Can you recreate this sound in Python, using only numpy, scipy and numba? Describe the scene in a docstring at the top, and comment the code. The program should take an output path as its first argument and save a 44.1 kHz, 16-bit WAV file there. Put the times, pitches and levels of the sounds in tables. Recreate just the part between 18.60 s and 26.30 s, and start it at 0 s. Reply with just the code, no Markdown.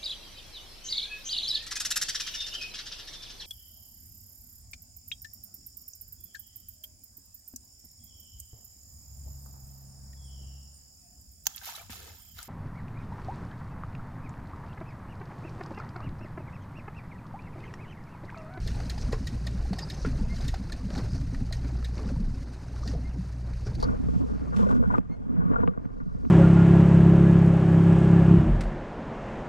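"""At a concrete boat ramp, someone wades beside a kayak, then hauls it out of the water in two pulls.
Legs stir up ringing air bubbles and spray, and ripples slap the hull. The keel (the boat's bottom edge)
sticks and slips on the concrete, so the hull booms and rasps. Loose tackle ticks and squeaks, an engine
idles, wind rumbles and a bird whistles. The microphone rides on the kayak, so the grinding shakes its
left and right halves in opposite directions."""
import sys
import numpy as np
from scipy import signal
from scipy.fft import rfft, irfft
from scipy.io import wavfile
from scipy.ndimage import uniform_filter1d, minimum_filter1d
from numba import njit

SR = 44100
rng = np.random.default_rng(int(sys.argv[2]) if len(sys.argv) > 2 else 0)


def digitize_waveform(pressure):
    """Quantize a signal to 16-bit integers and store it at the path in sys.argv[1].

    Rows of a 2-D input are taken as channels; values are limited to [-1, 1].
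    """
    field = np.atleast_2d(pressure).T
    bounded = np.clip(field, -1, 1)
    quanta = np.round(bounded * 32767).astype(np.int16)
    wavfile.write(sys.argv[1], SR, quanta)


N = 339570
T = np.arange(N) / SR  # the time of each sample [s]

# steps through the water: (time [s], length of the push [s], deep gulps [dB], bubbles [dB], spray [dB])
STRIDES = [(.06, 0.33, -40.5, -48.5, -57.5), (.43, 0.088, -37, -47, -77), (.62, 0.23, -39.5, -78, -84),
           (1.09, 0.15, -38.5, -49, -81), (1.46, 0.13, -34.5, -51, -57), (1.78, 0.081, -38, -53, -50.5),
           (2.36, 0.086, -37, -49.5, -57), (2.48, 0.091, -34.5, -53, -59.5),
           (2.92, 0.054, -50, -50.5, -56.5), (3.06, 0.33, -49, -57, -66), (3.367, 0.14, -39, -46, -61),
           (3.55, 0.039, -33.5, -66, -82), (4.259, 0.069, -35, -47, -60), (5.059, 0.18, -38, -48, -64)]
# ripples between the steps: (time [s], deep gulps [dB], bubbles [dB], spray [dB])
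RIPPLES = [(0, -47.5, -54, -54.5), (1.3, -43, -49.5, -57), (2.7, -38.5, -51.5, -58.5),
           (4.1, -45, -52.5, -60.5), (5.1, -44.5, -53.5, -61.5), (5.4, -58, -53.5, -67.5),
           (5.9, -45.5, -50.5, -66.5), (6.5, -56.5, -58.5, -90), (7.3, -57, -57.5, -80),
           (7.7, -57, -106, -69)]
# tone of the deep gulps: (frequency [Hz], level [dB])
GULP_TONE = [(60, -29), (95, 2), (130, 0), (200, -5), (265, -5), (320, -19.5), (450, -60)]
# tone of the bubbles: (frequency [Hz], level [dB])
BUBBLE_TONE = [(220, 4), (320, 4.5), (440, -2.5), (600, -2.5), (1000, -7), (1600, -10.5), (2300, -18.5),
               (3200, -32), (4500, -44)]
# tone of the spray: (frequency [Hz], level [dB])
SPRAY_TONE = [(1500, 5), (2500, -0.5), (3400, -7.5), (4000, -0.5), (4700, 2.5), (5700, -1.5), (6400, -1.5),
              (7300, -9), (9300, -9), (11400, -22), (12700, -17), (15500, -28.5)]
# big air pockets popping beside the hull: (time [s], peak [dB], pitch [Hz])
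AIR_POCKETS = [(.15, -41, 820), (.168, -40, 750), (.201, -38, 690), (.379, -39, 785), (.866, -41, 596),
               (1.056, -41, 736), (1.186, -37, 700), (1.408, -45, 524), (1.803, -43, 647),
               (2.308, -39, 566), (2.363, -37.5, 724), (2.409, -43, 509), (2.557, -44, 616),
               (3.33, -48, 452), (3.394, -40, 1035), (3.412, -40, 396), (3.451, -43, 445),
               (3.508, -43, 520), (3.563, -42.5, 870), (4.235, -37.5, 1110), (4.257, -42, 423),
               (4.347, -38, 428), (4.352, -38, 638), (4.37, -44, 420), (5.085, -39, 390), (5.122, -45, 430),
               (5.335, -43, 596), (5.965, -39, 414), (6.029, -36, 458), (6.093, -34, 407), (6.32, -39, 450),
               (6.379, -31.5, 460)]
# waves glugging in the hollows under the hull: (time [s], peak [dB], pitch [Hz])
GLUGS = [(.257, -32, 227), (0.448, -28, 115.6), (.602, -36, 231), (0.74, -32.5, 240), (.877, -33, 191),
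         (.941, -29, 179), (1.107, -22.5, 176.6), (1.45, -26.5, 158), (1.47, -24, 243), (1.587, -34, 250),
         (1.611, -25.5, 187.3), (1.684, -38, 170), (1.831, -27, 124), (2.0, -30, 182), (2.052, -29.5, 155),
         (2.251, -27, 179), (2.332, -30, 164), (2.37, -30, 237), (2.38, -29.5, 187), (2.419, -28, 145),
         (2.548, -33.5, 247.5), (2.727, -30.5, 231), (2.81, -29, 226), (2.817, -30.5, 149),
         (3.046, -32.5, 252), (3.456, -28, 188), (3.515, -26.5, 236), (3.565, -25.5, 158),
         (3.599, -25, 203), (3.676, -32.5, 213.7), (4.293, -30, 245), (4.345, -30.5, 147),
         (4.563, -33, 251.7), (4.586, -26, 167), (5.071, -30, 112.6)]
# water slapping the hull: (time [s], peak [dB], air pocket [Hz], upper ring [Hz], ring against peak [dB])
SLAPS = [(.531, -21, 430, 1014, -13.5), (1.132, -32, 747, 1180, -24), (1.233, -36.5, 890, 1290, -22),
         (1.449, -24, 412, 1386, -6.5), (1.941, -29.5, 760, 1496, -14), (2.912, -38.5, 654, 1798, -26),
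         (4.337, -31.5, 455, 747, -23), (5.068, -32.5, 383, 1440, -11)]
# heavy drops hitting the water: (time [s], peak [dB], pitch [Hz])
DROPS = [(0.201, -37, 1260), (.379, -47, 2300), (.488, -64, 1410), (1.131, -38.5, 1950), (2.097, -38, 1370),
         (2.303, -36.5, 1230), (2.351, -36.5, 1700), (2.746, -38, 1780), (3.046, -44, 1774),
         (3.225, -40, 1282), (3.379, -39.5, 2200), (3.445, -43, 1200), (3.489, -41, 1390),
         (4.161, -42.5, 1392), (4.934, -47.5, 1900)]
# a foot comes up and sheds water: (time [s], level [dB], length [s])
SPLASHES = [(0.383, -46.5, 0.065), (1.308, -53, 0.23), (1.714, -54, 0.081), (2.293, -49, 0.15),
            (2.455, -56.5, 0.18), (3.327, -56, 0.092), (3.44, -59, 0.092), (4.179, -52.5, 0.21),
            (5.042, -52.5, 0.06)]

# the keel scraping up the ramp: (time [s], length [s], boom [dB], grit [dB], sand hiss [dB], growth [dB])
SCRAPES = [(5.232, 0.11, -26.5, -39.5, -86, -7), (5.49, 0.091, -27.5, -48, -63.5, -1),
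           (5.6, 0.023, -19.5, -44, -73, -3), (5.703, 0.041, -31, -41.5, -69, -12),
           (5.97, 0.023, -24, -33, -51, -2), (5.984, 0.18, -21, -33.5, -59.5, 2.5),
           (6.193, 0.06, -22.5, -41.5, -66, -1), (6.278, 0.086, -20, -36.5, -65, -0.5),
           (6.71, 0.362, -23.5, -38.5, -76.5, 8), (7.617, 0.025, -25, -64, -90, -3)]
# the notes at which the hull and the microphone mount ring: (pitch [Hz], width [Hz], level [dB])
HULL_NOTES = [(44.7, 33, -3), (113, 47, -6.5), (176.4, 47.4, -2), (248.5, 66, -4), (454, 115, -8),
              (672, 97, -21), (860, 160, -28), (1002, 160, -27), (1158, 115, -20), (1450, 250, -27.5),
              (1850, 180, -43), (2060, 280, -43)]
# the notes of the hull's panels: (pitch [Hz], width [Hz], level [dB])
PANEL_NOTES = [(476.1, 92, 0.5), (670, 130, -9), (853, 120, -10), (990, 110, -8), (1160, 120, -5),
               (1455, 170, -7.5), (1960, 380, -30)]
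# the keel catching on a ridge: (time [s], peak [dB], level of the upper notes [dB])
KNOCKS = [(5.228, -15.5, 20), (5.485, -13.5, -7), (5.558, -12.5, -16), (6.382, -5, -1), (7.034, -5.5, 0),
          (7.078, -8, 1), (7.174, -18, -1), (7.254, -19, -9), (7.649, -22, 0)]
# hard knocks cracking through the air: (time [s], peak [dB])
CRACKS = [(6.381, -28), (7.0758, -22.5), (7.0815, -42), (7.254, -47), (7.652, -44)]
# short runs of slips: (time [s], level [dB], length [s], treble tilt [dB per octave], panel pitch [Hz])
JUDDERS = [(5.226, -20.5, .006, -2, 876), (5.243, -24, .008, 0, 482), (5.286, -27.5, 0.0041, 12, 1470),
           (5.317, -33, 0.0076, 0, 1050), (5.332, -25.5, 0.0065, -17, 563), (5.481, -31, .01, -10, 558),
           (5.604, -26, .006, -14, 541), (5.923, -26, .025, 1, 489), (5.992, -21.5, .008, -8, 464),
           (6.031, -17.5, 0.0086, -12, 1017), (6.066, -15, .006, -19, 508), (6.089, -27, .008, 0, 1490),
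           (6.103, -18, .016, -2, 1155), (6.161, -28, 0.011, 0, 1510), (6.197, -23, 0.011, -19, 493),
           (6.226, -17, .012, -6, 488), (6.302, -21, .004, 3, 974), (6.31, -27, .003, 6, 1480),
           (6.339, -16, .003, -1, 910), (6.346, -14.5, 0.0028, 6, 1240), (6.821, -35, 0.0073, 2, 1490),
           (6.903, -33, .006, -10, 471), (6.934, -26.5, .012, 6, 960), (6.959, -16, .003, 2, 1413),
           (6.983, -19, .016, -9, 464), (7.031, -16, 0.0041, 0, 970), (7.0752, -19, 0.0019, 6, 1210),
           (7.136, -36, .004, 7, 1450), (7.401, -34.5, .003, 16, 1170)]
# the sliding hull humming: (time [s], length [s], level [dB], pitch [Hz], waver [share of the pitch])
DRONES = [(5.956, 0.26, -22.5, 205.3, 0.091), (6.748, .12, -24.5, 178.9, 0.032),
          (7.028, 0.06, -23, 205, 0.098)]
# sand grains bursting under the keel: (time [s], peak [dB])
CRUNCHES = [(5.964, -34), (5.97, -40), (5.984, -44), (6.028, -40), (6.068, -53.5), (6.091, -46),
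            (6.112, -44), (6.276, -51), (6.381, -44)]
# tone of the hissing sand: (frequency [Hz], level [dB])
SAND_TONE = [(2200, 7), (3300, 5.5), (4200, -0.5), (5400, 1.5), (7500, -1.5), (10000, -7), (12000, -25),
             (15000, -46)]

# tackle hitting a rod: (time [s], peak [dB], lowest note [Hz], main ring [Hz], ring against peak [dB])
TICKS = [(0.074, -32, 1806, 3700, -21), (.296, -29.5, 1870, 5040, -22), (.378, -43, 1840, 4920, -3),
         (0.418, -47, 1830, 5600, -14), (0.523, -31.5, 1920, 5120, -15), (0.669, -29.5, 1900, 3700, -15),
         (0.867, -31.5, 1840, 3700, -20), (1.131, -38, 1820, 4480, -9), (1.186, -30, 1830, 5180, -8.5),
         (1.299, -31.5, 1820, 3850, -16), (1.342, -45, 1860, 6150, -3), (1.763, -40, 1850, 3970, -11),
         (1.879, -30, 1880, 3670, -16), (1.939, -38.5, 1840, 4950, -11), (2.12, -32.5, 1790, 4300, -29),
         (2.379, -37, 1840, 4540, -15), (2.924, -31.5, 1863, 4100, -14), (3.245, -32.5, 1810, 3830, -19),
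         (4.274, -32, 1850, 4693, -15)]
# the rod's notes, delayed as bending waves travel: (pitch [Hz], width [Hz], level [dB], delay [s])
ROD_NOTES = [(1849, 210, 6, 0.000068), (2520, 1900, -4, 0.0067), (3723, 320, 1.5, 0.00082),
             (4240, 880, 3.5, .0009), (5130, 660, 0.5, 0.0008), (6630, 1500, -5, 0.0043),
             (8800, 1800, -11, 0), (13030, 2000, -17, 0)]
# a metal fitting clinking as the bow is gripped: (time [s], peak [dB])
CLINKS = [(5.152, -40), (5.201, -39), (5.212, -40), (5.226, -30.5), (5.239, -32.5)]
# the fitting's notes: (pitch [Hz], width [Hz], level [dB])
FITTING_NOTES = [(4544, 555, -3), (4670, 2200, -9), (6270, 490, -17), (8450, 2400, -23)]
# thin, raspy squeaks: (time [s], length [s], level [dB], pitch [Hz])
SQUEAKS = [(1.161, 0.057, -56, 4700), (1.222, 0.017, -47, 4900), (1.287, 0.038, -51.5, 5100)]
# the idling engine: (time [s], firing rate [Hz], level [dB])
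IDLE = [(0, 57.13, -31.5), (.6, 59.2, -35.5), (.9, 58.46, -30.5), (1.3, 58.4, -44), (1.5, 58.62, -33.5),
        (2.15, 58.2, -39.5), (2.95, 58.82, -30), (3.4, 59.52, -35.5), (4.1, 59.8, -37.5), (4.25, 59.9, -32),
        (4.75, 59.93, -35), (5.0, 60, -32), (5.5, 59.81, -35.5), (5.95, 60.16, -36), (6.5, 60.5, -50.5),
        (7.7, 61.1, -53.5)]
# gusts on the microphone: (time of the top [s], level [dB], length [s])
GUSTS = [(0.045, -32.5, 0.68), (0.56, -31.5, 0.69), (1.037, -31, 0.35), (1.557, -28.5, 0.55),
         (1.846, -27, 0.51), (2.764, -34.5, 2.16), (3.64, -31, 0.68), (4.303, -39.5, 0.9),
         (5.212, -32, 1.05), (5.764, -34, 0.21), (6.303, -38, .3), (6.9, -41, 0.44), (7.506, -41.5, 0.54)]
# tone of the wind's rumble: (frequency [Hz], level [dB])
WIND_TONE = [(12, -24), (22, -0.5), (33, 0), (42, -5), (52, -7), (80, -7), (130, -23.5), (300, -46.5)]
# the bird's calls: (time [s], peak [dB], pitch [Hz], length [s], overtones [dB])
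WHISTLES = [(1.681, -46.5, 2118, 0.081, -16), (4.429, -50.5, 2106, 0.065, -28),
            (6.484, -55.5, 2130, 0.083, -12)]


def wading(boom, grit):
    """Legs and the moving hull push out deep gulps, fold air into bubbles and shed a patter of drops."""
    gulp_gain, bubble_gain, spray_gain = stirring()
    # the hull pushes water aside as it scrapes along
    gulp_gain = together([gulp_gain, boom * undb(-20)])
    bubble_gain = together([bubble_gain, grit * undb(-12.5)])
    gulps = froth(per_s=130, low_hz=80.4, high_hz=325, cycles=10.2, rise=0.15, spread_db=1)
    churn = rng.standard_normal(N)
    bubbles = froth(per_s=480, low_hz=326.5, high_hz=3244, cycles=20, rise=0.27, spread_db=2.5)
    wash = rng.standard_normal(N) * undb(3.77 * wander(45))
    drops = froth(per_s=300, low_hz=2466, high_hz=11280, cycles=51, rise=0.1, spread_db=1.5)
    fizz = rng.standard_normal(N) * undb(1.93 * wander(90))
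    return (shape_tone(gulps + 0.51 * churn, GULP_TONE) * gulp_gain
            + shape_tone(bubbles + 2.6 * wash, BUBBLE_TONE) * bubble_gain
            + shape_tone(drops + 2.65 * fizz, SPRAY_TONE) * spray_gain)


def stirring():
    """How loud the gulps, bubbles and spray are: each step lifts them above the ripples."""
    gains = [undb(curves(RIPPLES))]
    for start, length, gulp_db, bubble_db, spray_db in STRIDES:
        push = swell(start, length, attack_s=0.01, release_s=0.21)
        fade = undb(-12 * np.maximum(T - start, 0))  # most foam comes as the leg enters
        foam = swell(start, length, attack_s=0.01, release_s=0.041) * fade
        gains.append(np.array([push * undb(gulp_db), foam * undb(bubble_db), foam * undb(spray_db)]))
    return together(gains)


def froth(per_s, low_hz, high_hz, cycles, rise, spread_db):
    """A steady swarm of bubbles of all sizes, each rising in pitch as it nears the surface."""
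    out = np.zeros(N)
    for when, pitch, size, life in rng.random((int(per_s * N / SR), 4)):
        hz = low_hz * (high_hz / low_hz) ** pitch
        gain = undb(-spread_db * np.log(size + 0.016)) * np.sqrt(hz)
        add(out, when * N / SR, gain * ring(hz, cycles * (.5 + life), rise))
    return unit(out)


def lapping():
    """Waves trap air against the hull: round gulps, and slaps with a wet edge."""
    out, t = np.zeros(N), T[:SR // 8]
    for start, db, hz in AIR_POCKETS:
        add(out, start - .002, peak(ring(hz, cycles=22.5, rise=0.43), db))
    for start, db, hz in GLUGS:
        add(out, start, peak(ring(hz, cycles=14.9, rise=0.36, onset=0.49), db))
    for start, db, hz, ring_hz, ring_db in SLAPS:
        splat = resonate(noise_burst(t, 0.021), ring_hz, 1100)
        pocket = resonate(np.exp(-t / 0.00016), hz, hz / 3)
        pocket += 0.64 * resonate(np.exp(-t / 0.000092), hz, hz / 2)
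        add(out, start - .001, peak(pocket, db))
        add(out, start, peak(ring(hz, cycles=42, rise=0.043), db - 12))
        add(out, start, peak(ring(ring_hz, cycles=42, rise=0.13), db + ring_db))
        add(out, start, peak(splat, db + ring_db))
    return out


def dripping():
    """A heavy drop clicks on the surface and leaves a small ringing bubble."""
    out, t = np.zeros(N), T[:SR // 25]
    for start, db, hz in DROPS:
        smack = noise_burst(t, 0.0063)
        add(out, start, peak(resonate(smack, hz, 1500) + 0.46 * resonate(smack, 3920, 1700), db))
        add(out, start + 0.00106, peak(ring(hz, cycles=29, rise=0.066), db - 8))
    return out


def splashes():
    """A sheet of water falls back as a short burst of fine drops."""
    gain = np.zeros(N)
    for start, db, length in SPLASHES:
        add(gain, start, undb(db) * np.hanning(int(length * SR)))
    drops = froth(per_s=1300, low_hz=4080, high_hz=6100, cycles=20, rise=0.092, spread_db=6)
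    hiss = unit(resonate(rng.standard_normal(N), 5450, 2800))
    return gain * unit(drops + .5 * hiss)


def hauling():
    """How loud the boom, grit and sand are: each scrape builds and stops; the keel creeps in between."""
    aground_s = np.maximum(T - 5.13, 0)  # time since the keel touched the ramp
    creep_db = [-29 - 3 * aground_s, np.full(N, -51.5), -65.5 - 7 * aground_s]  # boom, grit, sand
    gains = [undb(creep_db) * np.minimum(aground_s / 0.094, 1)]
    for start, length, boom_db, grit_db, sand_db, growth_db in SCRAPES:
        progress = np.clip((T - start) / length, 0, 1)
        effort = swell(start, length, attack_s=0.097, release_s=0.028) * undb(growth_db * (progress - .5))
        gains.append(np.outer(undb([boom_db, grit_db, sand_db]), effort))
    return together(gains)


def grinding(boom, grit):
    """The keel sticks and slips on concrete, shaking the hull; coarse grains crunch into the panels."""
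    slips = impacts(per_s=1100, spread_db=3.5) * undb(2 * wander(110))
    deep, upper = hull(slips, wander_db=4)
    grains = np.abs(impacts(per_s=45, spread_db=1))
    bursts = signal.lfilter([1], [1, -np.exp(-1 / (0.0032 * SR))], grains + 1e-18)  # each dies away fast
    crunch = unit(panels(bursts * impacts(per_s=1500, spread_db=3.5), tilt_db=3))
    return np.array([unit(deep) * boom, (unit(upper) * undb(4) + crunch * undb(-10.5)) * grit])


def hull(push, wander_db):
    """The hull's deep boom and upper notes; each swells and fades as the point of contact moves."""
    notes = []
    for k, (hz, width, db) in enumerate(HULL_NOTES):
        contact = undb(wander_db * wander(45, size=len(push)))
        notes.append((-1) ** k * undb(db) * resonate(push * contact, hz, width))
    deep = sum(note for note, (hz, _, _) in zip(notes, HULL_NOTES) if hz < 350)
    return deep, sum(notes) - deep


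def panels(push, tilt_db):
    """The hull's panels ring; a harder contact tilts their sound towards the high notes."""
    lowest_hz = PANEL_NOTES[0][0]
    return sum((-1) ** k * undb(db + tilt_db * np.log2(hz / lowest_hz)) * resonate(push, hz, width)
               for k, (hz, width, db) in enumerate(PANEL_NOTES))


def knocks():
    """The keel catches on a ridge: a sharp blow, then the hull's deep and upper notes ring."""
    out, t = np.zeros((2, N)), T[:SR // 5]
    for start, db, upper_db in KNOCKS:
        blow = np.exp(-t / 0.00008) + 0.017 * noise_burst(t, 0.0037)
        deep, upper = hull(blow, wander_db=1)
        upper = undb(upper_db) * (upper + undb(-42) * resonate(blow, 1300, 1200))
        gain = undb(db) / np.abs(deep + upper).max()
        add(out[0], start, gain * deep)
        add(out[1], start, gain * upper)
    return out


def cracks():
    """The plastic shell snaps against the concrete."""
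    out, t = np.zeros(N), T[:SR // 20]
    soften = signal.butter(4, 2800, fs=SR, output="sos")
    for start, db in CRACKS:
        snap = signal.sosfilt(soften, np.exp(-t / .00009) + 0.39 * noise_burst(t, 0.0031))
        add(out, start, peak(resonate(snap, 940, 1070) + 0.19 * resonate(snap, 2010, 830), db))
    return out


def judders(slips_per_s=520, ring_s=0.046):
    """The keel grabs, then breaks free in uneven slips that rasp the panels; one panel rings on."""
    out, t = np.zeros(N), T[:SR // 8]
    for start, db, length, tilt_db, hz in JUDDERS:
        slips = (rng.random(len(t)) < slips_per_s / SR) * rng.uniform(.3, 1, len(t))
        slips[0] = 1
        fade = np.exp(-np.maximum(t - length, 0) / 0.0049)
        add(out, start - .001, peak(panels(slips * fade, tilt_db), db - 1.5))
        add(out, start, peak(ring(hz, cycles=hz * ring_s, rise=-0.044, onset=0.87), db - 4.5))
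    return out


def drone():
    """Sticking and slipping settle on one low note of the hull: a rough, wavering hum."""
    out = np.zeros(N)
    for start, length, db, hz, waver in DRONES:
        phase = phase_of(hz * (1 + waver * wander(60)))
        hum = unit(np.sin(phase) * undb(3 * wander(70)))
        out += hum * undb(db) * swell(start, length, attack_s=.015, release_s=0.013)
    return out


def crunches():
    """A grain is crushed in a quick run of tiny cracks, unrelated left and right."""
    out, t = np.zeros((2, N)), T[:SR // 30]
    for start, db in CRUNCHES:
        for channel in out:
            burst = noise_burst(t, 0.0041) * (rng.random(len(t)) < .15)
            crunch = resonate(burst, 2900, 3000) + 0.34 * resonate(burst, 4400, 4000)
            add(channel, start, peak(crunch, db))
    return out


def sand():
    """Grains hiss under the sliding keel, unrelated left and right."""
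    return np.array([shape_tone(rng.standard_normal(N) * undb(2 * wander(120)), SAND_TONE)
                     for _ in range(2)])


def tackle():
    """Loose tackle chatters against a rod, at a new spot each time; two of the rod's notes ring on."""
    out, t = np.zeros(N), T[:SR // 10]
    contact = (1 - np.exp(-t / 0.0008)) * (np.exp(-t / .0052) + 0.16 * np.exp(-t / 0.027))
    for start, db, low_hz, ring_hz, ring_db in TICKS:
        tick = np.zeros(len(t))
        tuning = low_hz / ROD_NOTES[0][0]
        for hz, width, note_db, delay in ROD_NOTES + [(ring_hz / tuning, 350, 3, .001)]:
            chatter = np.interp(t - delay, t, contact) * rng.standard_normal(len(t))
            tick += undb(note_db) * resonate(chatter, hz * tuning, width)
        add(out, start - .001, peak(tick, db))
        add(out, start + .002, peak(ring(ring_hz, cycles=170, rise=0, onset=4.9), db + ring_db))
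        add(out, start + 0.002927, peak(ring(low_hz, cycles=96, rise=0), db - 12.5))
    return out


def clinks():
    """A small metal fitting rattles and rings briefly."""
    out, t = np.zeros(N), T[:SR // 10]
    for start, db in CLINKS:
        rattle = noise_burst(t, 0.0066)
        clink = sum(undb(note_db) * resonate(rattle, hz, width) for hz, width, note_db in FITTING_NOTES)
        add(out, start, peak(clink, db))
    return out


def squeaks():
    """Tackle rubs in quick catches that ring one thin, high note."""
    catches = impacts(per_s=1200, spread_db=4)
    out = np.zeros(N)
    for start, length, db, hz in SQUEAKS:
        gain = undb(db) * swell(start, length, attack_s=.008, release_s=0.0077)
        out += unit(resonate(catches, hz, 480)) * gain
    return out


def engine():
    """An engine idles a little unevenly, humming at one, two and three times its firing rate."""
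    firing_hz, level_db = curves(IDLE)
    phase = phase_of(firing_hz * (1 + 0.003 * wander(3.64)))
    hum = sum(undb(db + 1.73 * wander(6)) * np.sin(multiple * phase)
              for multiple, db in [(1, 4), (2, -5.5), (3, -14)])
    return unit(hum) * undb(level_db)


def wind():
    """Gusts swell and fade over a light breeze and rumble on the microphone."""
    gusts = [undb(db) * np.cos(np.pi * np.clip((T - top) / length, -.5, .5)) ** 2
             for top, db, length in GUSTS]
    breeze = undb(-43 - 0.5 * T)
    return shape_tone(rng.standard_normal(N), WIND_TONE) * together(gusts + [breeze])


def bird():
    """Three short whistles rise and level off; trees give them a brief echo from both sides."""
    out, t = np.zeros(N), T[:SR // 5]
    for start, db, hz, length, overtone_db in WHISTLES:
        progress = np.clip((T - start) / length, 0, 1)
        glide = 0.05 * (.125 - (1 - progress) ** 3)
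        phase = phase_of(hz * (1 + glide + .003 * wander(200)))
        tone = np.sin(phase) + undb(overtone_db) * (np.sin(2 * phase) + undb(-7) * np.sin(3 * phase))
        out += peak(tone * np.sin(np.pi * progress) ** 2 * undb(1.5 * wander(178)), db)
    trees = rng.standard_normal((2, len(t))) * t * np.exp(-t / 0.015)
    echo = np.array([signal.fftconvolve(out, tail / np.linalg.norm(tail))[:N] for tail in trees])
    return out + undb(-9.5) * echo


def ring(hz, cycles, rise, onset=0.37):
    """A bubble or solid part rings and fades; it builds over `onset` cycles and `rise` bends its pitch."""
    n = int(cycles * SR / hz) + 2
    age = np.arange(n) / n
    tone = np.sin(2 * np.pi * cycles * age * (1 + rise * age / 2))
    return tone * np.exp(-5 * age) * (1 - np.exp(-age * cycles / onset))


def noise_burst(t, decay_s):
    """A puff of noise that dies away."""
    return rng.standard_normal(len(t)) * np.exp(-t / decay_s)


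def impacts(per_s, spread_db):
    """Tiny random hits, a few much larger than the rest."""
    size = undb(spread_db * np.minimum(rng.exponential(size=N), 4))
    return unit((rng.random(N) < per_s / SR) * size * rng.choice([-1, 1], N))


def wander(per_s, size=N):
    """A smooth random wobble with a typical size of 1."""
    hold = int(SR / per_s)
    steps = np.repeat(rng.standard_normal(size // hold + 1), hold)[:size]
    return unit(uniform_filter1d(uniform_filter1d(steps, hold), hold))


def resonate(x, hz, width):
    """Make a sound ring around one pitch; a smaller width [Hz] rings longer."""
    b, a = signal.iirpeak(min(hz, .45 * SR), hz / width, fs=SR)
    return signal.lfilter(b, a, signal.lfilter(b, a, x + 1e-18))


def shape_tone(x, table):
    """Shape a sound's lows and highs by a table, fading beyond its ends; average level 1."""
    hz, db = np.transpose(table)
    octave, points = np.log2(np.fft.rfftfreq(N, 1 / SR) + 1), np.log2(hz)
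    outside = np.abs(octave - np.clip(octave, points[0], points[-1]))
    return unit(irfft(rfft(x) * undb(np.interp(octave, points, db) - 20 * outside), N))


def swell(start, length, attack_s, release_s):
    """A loudness curve that rises around `start`, holds and dies away."""
    rise = np.clip((T - start) / attack_s + .5, 0, 1)
    return rise * np.exp(-np.clip((T - start - length) / release_s, 0, 20))


def phase_of(hz):
    """The running angle of a wave whose pitch changes."""
    return 2 * np.pi * np.cumsum(hz) / SR


def curves(table):
    """Join the rows of a timed table with straight lines, one curve a column."""
    times, *columns = np.transpose(table)
    return [np.interp(T, times, column) for column in columns]


def together(gains):
    """The combined gain of unrelated sounds: their powers add."""
    return np.sqrt(sum(gain ** 2 for gain in gains))


def add(track, start, sound):
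    """Mix a short sound in at `start` seconds."""
    i = max(int(start * SR), 0)
    track[i:i + len(sound)] += sound[:N - i]


def undb(db):
    """Turn decibels into a gain to multiply by."""
    return np.exp(np.asarray(db) * (np.log(10) / 20))


def unit(x):
    """Scale to an average (rms) level of 1."""
    return x / np.sqrt(np.mean(x ** 2))


def peak(x, db):
    """Scale so the largest sample sits at `db`."""
    return x * undb(db) / np.abs(x).max()


@njit
def follow(x, attack_s, release_s):
    """Track a level, with one speed going up and another coming down."""
    out, level = np.empty(len(x)), 0.
    for i in range(len(x)):
        level += (x[i] - level) / (SR * (attack_s if x[i] > level else release_s))
        out[i] = level
    return out


def scene():
    """Most sound through the air sits in the middle; the hull's shaking is opposite left and right."""
    boom, grit, hiss = hauling()
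    water = wading(boom, grit) + lapping() + dripping() + splashes()
    deep, upper = grinding(boom, grit) + knocks()
    deep, upper = deep + drone(), upper + judders()
    bow = undb(-26.5) * np.interp(T - .013, T, deep)  # the boom also comes through the air, a bit later
    air = water + tackle() + clinks() + cracks() + squeaks() + engine() + wind() + bow
    lean = undb(-16) * upper - undb(-19.5) * deep  # more upper notes on the left, more boom on the right
    # the highest treble reaches the microphone's two halves by different paths
    treble = signal.sosfilt(signal.butter(8, 12500, "high", fs=SR, output="sos"), air)
    side = deep + upper + undb(-0.5) * np.interp(T - .001, T, treble)
    mix = air + lean + np.array([side, -side]) + sand() * hiss + crunches() + bird()
    return mix * np.minimum(T / 0.0019, 1)


def record(dry):
    """The volume dips after hard blows, a limiter holds the peaks, and the highest treble is cut."""
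    level = follow(np.abs(dry).max(axis=0), attack_s=0.0014, release_s=0.26)
    dipped = dry / np.maximum(level / undb(-11), 1)
    safe_gain = np.minimum(1, undb(-10) / (np.abs(dipped).max(axis=0) + 1e-9))
    smooth_gain = uniform_filter1d(minimum_filter1d(safe_gain, size=400), size=400)
    treble_cut = signal.ellip(8, .2, 70, 15400, fs=SR, output="sos")
    return signal.sosfilt(treble_cut, dipped * smooth_gain)


dry = scene()
out = record(dry)
digitize_waveform(out)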